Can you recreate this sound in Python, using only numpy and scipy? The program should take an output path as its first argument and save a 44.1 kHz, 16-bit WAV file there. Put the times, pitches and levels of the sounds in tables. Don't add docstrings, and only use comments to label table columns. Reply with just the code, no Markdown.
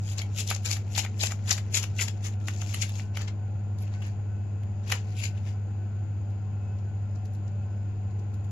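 import sys
import numpy as np
from scipy import signal
from scipy.fft import rfft, irfft, next_fast_len
from scipy.io import wavfile
from scipy.ndimage import uniform_filter1d, map_coordinates

SR = 44100
rng = np.random.default_rng(int(sys.argv[2]) if len(sys.argv) > 2 else 0)


def bounce(signal):
    frames = np.transpose(np.atleast_2d(signal))
    limited = np.clip(frames, -1, 1)
    pcm = np.round(limited * 32767).astype(np.int16)
    wavfile.write(sys.argv[1], SR, pcm)


N = 375291

# frequency_hz, density_db
AIR_SPECTRUM = [(20, -3.5), (30, -11), (60, -3.5), (100, 2.5), (170, -6), (270, -13), (500, -15.5),
                (900, -20.5), (1150, -36), (1700, -36.5), (3000, -47.5), (8000, -65.5)]
# centre_hz, width_hz, lift_db
ROOM_MODES = [(86.3, 12.8, 12.5), (111.2, 3.6, 13), (147, 28, 4), (223.8, 22, 10), (315.4, 26, 9),
              (370.2, 8.9, 7), (430.5, 16, 8.5), (583, 9.7, 9.5)]
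# frequency_hz, coherence (0 to 1)
AIR_COHERENCE = [(30, .88), (90, .97), (240, .8), (480, .66), (950, .52), (1900, .05)]
# centre_hz, width_hz, level_db
DRONE_BANDS = [(733, 70, -61.5), (808, 91, -66), (1038, 89, -68), (1328, 61, -72.5), (1401, 40, -70.5),
               (1500, 17, -71), (2570, 120, -85.5)]
# pitch_hz, level_db
WHINE_TONES = [(1502, -78.5), (2590, -86), (5085, -93)]
# pitch_hz, level_db, pan_db (left over right, as in every table)
HUM_PARTIALS = [(100.23, -29.5, 3), (200.4, -49, 7)]
# frequency_hz, t60_s
ROOM_DECAY = [(200, 0.085), (1500, 0.15), (4000, 0.155), (12000, 0.14)]
# frequency_hz, density_db
TAP_SPECTRUM = [(200, -23), (700, -3.5), (1400, -5), (2300, 1.5), (4000, 1), (7000, -2), (11000, -5.5),
                (15000, -3.5)]
# frequency_hz, density_db
FRICTION_SPECTRUM = [(150, -37), (400, 7.5), (750, 6), (1300, 7), (2400, 6), (4500, 2.5), (7000, 3),
                     (11000, -7.5), (15000, -7)]
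# time_s, level_db, body_db, pan_db
WIRE_TICKS = [(3.788, -49, -8, -2), (3.807, -49.5, -13, -11), (3.824, -43, -23, -11.5),
              (4.024, -45, 18, -0.5), (4.052, -58.5, 8, -12), (4.068, -48.5, 12, -9), (6.306, -57, -14, 0),
              (6.789, -58.5, 5, 11), (7.158, -55.5, -18, 12), (7.2565, -49, -4, 0), (7.337, -52, -12, -8),
              (7.351, -52, -11, 0), (7.4795, -59.5, 0, 18), (8.1105, -61, 6, 8), (8.1955, -54.5, -10, 7),
              (8.3422, -50.5, -3, -1), (8.446, -53.5, -8, 2)]
# time_s, level_db
SLIDE_ENVELOPE = [(2.4, -70.5), (2.5, -58), (2.555, -57.5), (2.668, -54.5), (2.764, -49.5), (2.869, -56),
                  (2.929, -60), (2.982, -52), (3.1, -81)]
# full_pressure_s, level_db, length_s, body_db
BRUSHES = [(2.824, -34.5, 0.028, -7.5), (3.154, -50.5, 0.022, 3), (3.206, -49.5, 0.086, 11),
           (3.279, -49, 0.023, 8.5), (3.824, -65.5, 0.12, 2.5), (3.873, -66, 0.067, 12),
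           (3.94, -58.5, 0.051, 11), (4.046, -59.5, 0.15, 11), (4.883, -48, 0.026, -8.5),
           (4.925, -45.5, 0.11, 11.5), (5.099, -64, 0.28, 1), (5.19, -48, 0.07, -9.5),
           (5.238, -39.5, 0.066, -3.5), (5.374, -59.5, 0.052, 4), (5.474, -57.5, 0.1, 1)]
# pitch_hz, level_db, t60_s
PLASTIC_MODES = [(805, -12.5, 0.042), (905, 1.5, 0.0092), (1290, 0, 0.009), (1520, -2.5, 0.013),
                 (1940, 7.5, 0.0057), (2220, 6, 0.005), (2650, -9.5, 0.0096)]
# start_s, level_db, brightest_hz
KNOCKS = [(0.513, -14.5, 1250), (0.979, -23, 970), (0.994, -28, 900), (1.051, -26.5, 1180),
          (1.063, -29, 1900), (1.2368, -20, 1020), (1.321, -24, 1280), (1.5168, -18.5, 1280),
          (1.584, -35, 2100), (2.4845, -19.5, 2150), (2.622, -29.5, 1050), (2.9968, -31, 2600),
          (3.172, -24, 1550), (3.285, -39.5, 2300), (4.923, -13.5, 1950)]
# time_s, level_db, body_db, pan_db
CLICKS = [(0.184, -29.5, -2, 8), (0.2191, -33, 11, 0), (0.477, -26.5, -9.5, 5.5), (0.5052, -22.5, 1, -8.5),
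          (0.527, -36.5, 14, 1), (0.550, -29, -23, 14), (0.6615, -28, -4, 4), (0.697, -33, -2, 2.5),
          (0.7142, -19.5, -0.5, 4), (0.733, -30.5, -9, 6), (0.9643, -28.5, 7, 1.5), (0.9805, -20, 4, 5),
          (0.9926, -24, -7, 7.5), (1.051, -36.5, 12, 3), (1.237, -18.5, 7, 1.5), (1.271, -24.5, -2, 6.5),
          (1.321, -28, -7, 4), (1.482, -32.5, 2, 3.5), (1.4952, -30, 6.5, 5.5), (1.5288, -20, -10, -2),
          (1.757, -26, -7, 1), (1.769, -24, -5, 3), (1.8314, -26.5, -2, 2.5), (1.841, -30.5, 10, 3.5),
          (2.017, -29, 9, 6), (2.0843, -29, 8, 8), (2.476, -34.5, -1, 5.5), (2.4852, -29, 4, 1.5),
          (2.618, -31.5, 2, 6), (2.745, -25, 6, -5.5), (2.895, -36, 6, -5.5), (3.173, -30.5, 7, 0),
          (3.219, -34, -18, 7.5), (3.7876, -47.5, -6, 0), (4.6353, -52.5, 9, -5.5), (4.9024, -31, 11.5, -2),
          (4.9197, -22.5, 7.5, -5), (4.9232, -18.5, -3, 3.5)]
# start_s, length_s, start_hz, end_hz, level_db
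CRUNCHES = [(0.188, 0.007, 4440, 3960, -29.5), (0.499, 0.012, 5400, 3200, -32),
            (0.509, 0.009, 2750, 1220, -28.5), (0.948, 0.009, 4530, 3600, -31),
            (1.195, 0.009, 4300, 2700, -35), (1.205, 0.013, 4660, 3640, -25.5),
            (1.507, 0.008, 6940, 5200, -17.5), (1.511, 0.007, 5000, 3970, -21),
            (1.988, 0.014, 2760, 1980, -23.5), (2.814, 0.013, 7300, 5630, -27),
            (2.827, 0.011, 3420, 1630, -32.5)]
# full_pressure_s, level_db, attack_s, hold_s, body_db, regrip_after_s, regrip_db
TWISTS = [(0.088, -45.5, 0.094, 0.042, -5, 0.11, -44), (0.392, -29.5, 0.041, 0.011, -13, 0.12, -44.5),
          (0.501, -30, 0.037, 0.0052, -3, 0.063, -45.5), (0.658, -31, 0.02, 0.0086, -3, 0.051, -44.5),
          (0.719, -34.5, 0.067, 0.011, -10, 0.051, -44), (0.983, -29.5, 0.055, 0.012, -9, 0.066, -42),
          (1.218, -32, 0.034, 0.04, -4.5, 0.096, -43), (1.508, -27.5, 0.039, 0.0072, -3, 0.075, -43),
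          (1.744, -28, 0.022, 0.032, -7, 0.092, -42), (2.011, -27, 0.036, 0.014, -3.5, 0.075, -47),
          (2.245, -40, 0.023, 0.026, 1.5, 0.095, -60)]
# frequency_hz, gain_db
LEFT_RESPONSE = [(500, -2.5), (800, 0), (1300, -2.5), (2000, 2), (2700, 7), (3600, 4.5), (5000, 7),
                 (6000, 8.5), (6900, 14.5), (7500, 9.5), (8200, -8), (9000, -19), (10200, -18),
                 (12500, -12), (14000, -21)]
RIGHT_RESPONSE = [(500, -0.5), (1500, -0.5), (3000, -1.5), (4200, 0.5), (5400, -2.5), (6200, -4),
                  (7200, -6.5), (8300, -21.5), (9200, -7.5), (10000, 7), (11500, 8.5), (13000, -2.5),
                  (15000, -22.5)]
# frequency_hz, density_db
LEFT_HISS = [(500, -10), (1400, 2), (2100, -1), (2600, 0.5), (3700, -11.5), (4800, -8.5), (5700, -20.5),
             (6700, -2), (7200, -2), (7900, -33.5), (9000, -37)]
RIGHT_HISS = [(500, -11), (2400, 8.5), (3500, -10), (4700, 1), (5500, -10.5), (6200, -5), (8500, -17),
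              (10000, -10), (11200, -1), (13000, -10.5), (15000, -13.5)]

BLOCK_PAN_DB = 4


def amp(db):
    return 10 ** (np.asarray(db) / 20)


def unit_rms(x):
    return x / np.sqrt(np.mean(x ** 2) + 1e-20)


def along(points, hz):
    knots_hz, values = np.transpose(points)
    return np.interp(np.log(hz + 1), np.log(knots_hz + 1), values)


def wobble(rate_hz, size=N):
    knots = rng.standard_normal(int(size * rate_hz / SR) + 4)
    return map_coordinates(knots, [np.arange(size) * rate_hz / SR])


def filtered(x, response):
    size = x.shape[-1]
    padded = next_fast_len(size + 2048)
    return irfft(rfft(x, padded) * response(np.fft.rfftfreq(padded, 1 / SR)), padded)[..., :size]


def add(track, start_s, sound, pan_db=0):
    start = round(start_s * SR)
    part = sound[..., max(-start, 0):N - start]
    track[:, max(start, 0):][:, :part.shape[-1]] += amp([[pan_db / 2], [-pan_db / 2]]) * part


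def add_centred(track, middle_s, sound, pan_db):
    add(track, middle_s - sound.shape[-1] / SR / 2, sound, pan_db)


def resonance(hz, centre_hz, width_hz):
    return 1 / (1 + (2 * (hz - centre_hz) / width_hz) ** 2)


def air(level_db=-40):
    def mid_side_response(hz):
        lift_db = sum(db * resonance(hz, centre, width) for centre, width, db in ROOM_MODES)
        angle = np.arccos(np.clip(along(AIR_COHERENCE, hz), -1, 1)) / 2
        return amp(along(AIR_SPECTRUM, hz) + lift_db) * [np.cos(angle), np.sin(angle)]
    mid, side = filtered(rng.standard_normal((2, N)), mid_side_response)
    return amp(level_db) * unit_rms(np.array([mid + side, mid - side]))


def drones(side_db=-7, waver_db=2.2):
    out = np.zeros((2, N))
    for centre, width, db in DRONE_BANDS:
        mid, side = filtered(rng.standard_normal((2, N)), lambda hz: resonance(hz, centre, width))
        pair = np.array([mid + amp(side_db) * side, mid - amp(side_db) * side])
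        out += amp(db) * unit_rms(pair * amp(waver_db * wobble(rate_hz=11)))
    return out


def whines(waver_db=5.5, pitch_wander=0.007):
    out = np.zeros(N)
    for hz, db in WHINE_TONES:
        level = amp(db + waver_db * wobble(rate_hz=5.8))
        pitch_hz = hz * (1 + pitch_wander * wobble(rate_hz=60))
        out += np.sqrt(2) * level * np.sin(2 * np.pi * np.cumsum(pitch_hz) / SR)
    return out


def mains_hum(waver_db=0.06, drift_rad=0.015):
    out, t = np.zeros((2, N)), np.arange(N) / SR
    for hz, db, pan_db in HUM_PARTIALS:
        phase = 2 * np.pi * (hz * t + rng.random()) + drift_rad * wobble(rate_hz=1)
        level = amp(db + waver_db * wobble(rate_hz=1.4))
        add(out, 0, np.sqrt(2) * level * np.sin(phase), pan_db)
    return out


def tiled_room(x, wet_db, build_up_s=0.0041):
    wet, hop = np.zeros((2, N)), SR // 8
    for start in range(0, N, hop):
        hz, t, noise = signal.stft(rng.standard_normal((2, SR // 4)), SR, nperseg=256)
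        decay = amp(-60 * t / along(ROOM_DECAY, hz)[:, None])
        tail = signal.istft(noise * decay, SR, nperseg=256)[1]
        tail *= np.minimum(np.arange(tail.shape[1]) / SR / build_up_s, 1)
        tail /= np.linalg.norm(tail[0])
        add(wet, start / SR, signal.fftconvolve(x[:, start:start + hop], tail, axes=1))
    return x + amp(wet_db) * wet


def around_hands(x, max_delay_s=0.00024):
    def all_pass(hz):
        knots_hz = np.linspace(0, SR / 2, num=24)
        delay_s = max_delay_s * np.array([np.interp(hz, knots_hz, rng.random(24)) for side in "LR"])
        return np.exp(-2j * np.pi * np.cumsum(delay_s, axis=1) * hz[1])
    return filtered(x, all_pass)


def tap(body_db, rise_t60_s=0.022, decay_t60_s=0.011):
    t = np.arange(-SR // 25, SR // 25) / SR
    envelope = amp(-60 * np.abs(t) / np.where(t < 0, rise_t60_s, decay_t60_s))
    burst = envelope * rng.standard_normal(len(t))
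    body = [(2400, body_db), (4200, 0.011)]
    click = filtered(burst, lambda hz: amp(along(TAP_SPECTRUM, hz) + along(body, hz)))
    return around_hands(click, max_delay_s=0.000615)


def squeal(x, depth_db=3.5):
    spectrogram = signal.stft(x, nperseg=256)[2]
    spots = uniform_filter1d(rng.standard_normal(spectrogram.shape), size=4, axis=0)
    spots = uniform_filter1d(spots, size=2, axis=1)
    singing = signal.istft(spectrogram * amp(depth_db * unit_rms(spots)), nperseg=256)[1]
    return unit_rms(singing[:len(x)])


def hand_cavity(x, depth_db=1.5, spacing_hz=330):
    knots = rng.standard_normal(int(SR / 2 / spacing_hz) + 4)
    ripple = lambda hz: amp(depth_db * np.tanh(map_coordinates(knots, [hz / spacing_hz])))
    return unit_rms(filtered(x, ripple))


def impulses(size, rate_hz):
    return (rng.random(size) < rate_hz / SR) * rng.choice([-1, 1], size)


def snags(size, level_db=-7, spread_db=0.5):
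    crackle = impulses(size, rate_hz=55) * amp(spread_db * np.tanh(rng.standard_normal(size)))
    return amp(level_db) * unit_rms(crackle)


def friction(size, body_db, rasp_db, fizz_db, judder_db=1.5, judder_hz=170):
    slips = unit_rms(impulses(size, rate_hz=900)) + 0.6 * rng.standard_normal(size)
    drag = hand_cavity(squeal(slips) + snags(size))
    colour = [(1350, body_db), (2350, rasp_db), (3400, rasp_db / 2), (4800, rasp_db / 2),
              (7000, 0), (10500, fizz_db)]
    rasp = filtered(drag, lambda hz: amp(along(FRICTION_SPECTRUM, hz) + along(colour, hz)))
    judder = unit_rms(amp(judder_db * np.tanh(wobble(judder_hz, size))))
    return rasp * judder


def stroke(attack_s, hold_s, release_s, body_db, rasp_db, fizz_db=3):
    t = np.arange(-SR // 4, SR // 4) / SR
    swell = amp(-20 * (np.maximum(-t, 0) / attack_s + np.maximum(t - hold_s, 0) / release_s))
    return around_hands(friction(len(t), body_db, rasp_db, fizz_db) * swell, max_delay_s=0.00115)


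def rustle(level_db=-68.5):
    out = np.zeros((2, N))
    size = round(SLIDE_ENVELOPE[0][0] * SR)
    rub = friction(size, body_db=3, rasp_db=4, fizz_db=-9)
    add(out, 0, amp(level_db) * rub * signal.windows.tukey(size, 0.1), BLOCK_PAN_DB)
    return out


def wire_ticks(gain_db=-5):
    out = np.zeros((2, N))
    for time_s, db, body_db, pan_db in WIRE_TICKS:
        tick = tap(body_db, rise_t60_s=0.03, decay_t60_s=0.036)
        add_centred(out, time_s, amp(db + gain_db) * tick, pan_db)
    return out


def slide():
    out = np.zeros((2, N))
    times_s, levels_db = np.transpose(SLIDE_ENVELOPE)
    t = np.arange(times_s[0], times_s[-1], 1 / SR)
    envelope = amp(np.interp(t, times_s, levels_db))
    drag = envelope * friction(len(t), body_db=-1, rasp_db=1, fizz_db=6)
    add(out, times_s[0], around_hands(drag, max_delay_s=0.0012), pan_db=7)
    return out


def brushes(gain_db=-3):
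    out = np.zeros((2, N))
    for time_s, db, length_s, body_db in BRUSHES:
        fizz_db = 5 - 0.67 * body_db
        brush = stroke(attack_s=0.69 * length_s, hold_s=0.11 * length_s, release_s=0.66 * length_s,
                       body_db=body_db, rasp_db=9.5, fizz_db=fizz_db)
        add_centred(out, time_s, amp(db + gain_db) * brush, BLOCK_PAN_DB)
    return out


def knocks(attack_s=0.00041, fall_db_per_octave=10, spread_db=2):
    out, t = np.zeros((2, N)), np.arange(SR // 20) / SR
    hz, mode_db, t60_s = np.transpose(PLASTIC_MODES)[..., None]
    for start_s, db, brightest_hz in KNOCKS:
        excited_db = mode_db - fall_db_per_octave * np.abs(np.log2(hz / brightest_hz))
        excited_db += spread_db * rng.standard_normal(hz.shape)
        modes = amp(excited_db - 60 * t / t60_s) * np.sin(2 * np.pi * hz * t)
        ring = modes.sum(axis=0) * (1 - np.exp(-t / attack_s))
        add(out, start_s, around_hands(amp(db) * ring / np.abs(ring).max()))
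    return out


def clicks(gain_db=-3):
    out = np.zeros((2, N))
    for time_s, db, body_db, pan_db in CLICKS:
        add_centred(out, time_s, amp(db + gain_db) * tap(body_db), pan_db)
    return out


def crunches(gain_db=-6, slip_rate_hz=1500, pitch_spread=0.12, size_spread_db=3, t60_cycles=14):
    out, t = np.zeros((2, N)), np.arange(SR // 16) / SR
    for start_s, length_s, start_hz, end_hz, db in CRUNCHES:
        count = max(round(slip_rate_hz * length_s), 2)
        progress = (np.arange(count) + rng.random(count))[:, None] / count
        detune, strength = rng.standard_normal((count, 2)).T[..., None]
        hz = start_hz * (end_hz / start_hz) ** progress * np.exp(pitch_spread * detune)
        cycles = hz * np.maximum(t - progress * length_s, 0)
        swell = np.sqrt(np.sin(np.pi * progress))
        envelope = np.minimum(cycles, 1) * amp(size_spread_db * strength - 60 * cycles / t60_cycles)
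        run = np.sum(swell * envelope * np.sin(2 * np.pi * cycles), axis=0)
        run /= np.sqrt(2 * np.sum(run ** 2) / (length_s * SR))
        add(out, start_s, around_hands(amp(db + gain_db) * run))
    return out


def twists(gain_db=-3, settle_after_s=0.155):
    out = np.zeros((2, N))
    for time_s, db, attack_s, hold_s, body_db, regrip_after_s, regrip_db in TWISTS:
        turn = amp(db) * stroke(attack_s, hold_s, release_s=0.03, body_db=body_db, rasp_db=-1.5)
        regrip = amp(regrip_db) * stroke(attack_s=0.049, hold_s=0, release_s=0.012, body_db=5.5, rasp_db=4)
        landing = amp(regrip_db + 6) * tap(body_db=10)
        settling = amp(-56) * tap(body_db=14)
        regrip_s = time_s + regrip_after_s
        settle_s = time_s + hold_s / 2 + settle_after_s
        for when_s, sound in [(time_s, turn), (regrip_s, regrip), (regrip_s, landing), (settle_s, settling)]:
            add_centred(out, when_s, amp(gain_db) * sound, pan_db=2)
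    return out


def scene():
    background = mains_hum() + whines() + drones() + air()
    rubbing = twists() + rustle() + slide() + brushes() + crunches() + wire_ticks()
    impacts = knocks() + clicks()
    return background + tiled_room(rubbing, wet_db=-6) + tiled_room(impacts, wet_db=-7)


def microphone(x, response, hiss_spectrum, hiss_db):
    hiss = unit_rms(filtered(rng.standard_normal(N), lambda hz: amp(along(hiss_spectrum, hz))))
    return filtered(x, lambda hz: amp(along(response, hz))) + amp(hiss_db) * hiss


def record(dry):
    left = microphone(dry[0], LEFT_RESPONSE, LEFT_HISS, hiss_db=-58.5)
    right = microphone(dry[1], RIGHT_RESPONSE, RIGHT_HISS, hiss_db=-79)
    return filtered(np.array([left, right]), lambda hz: hz < 15400)


dry = scene()
out = record(dry)
bounce(out)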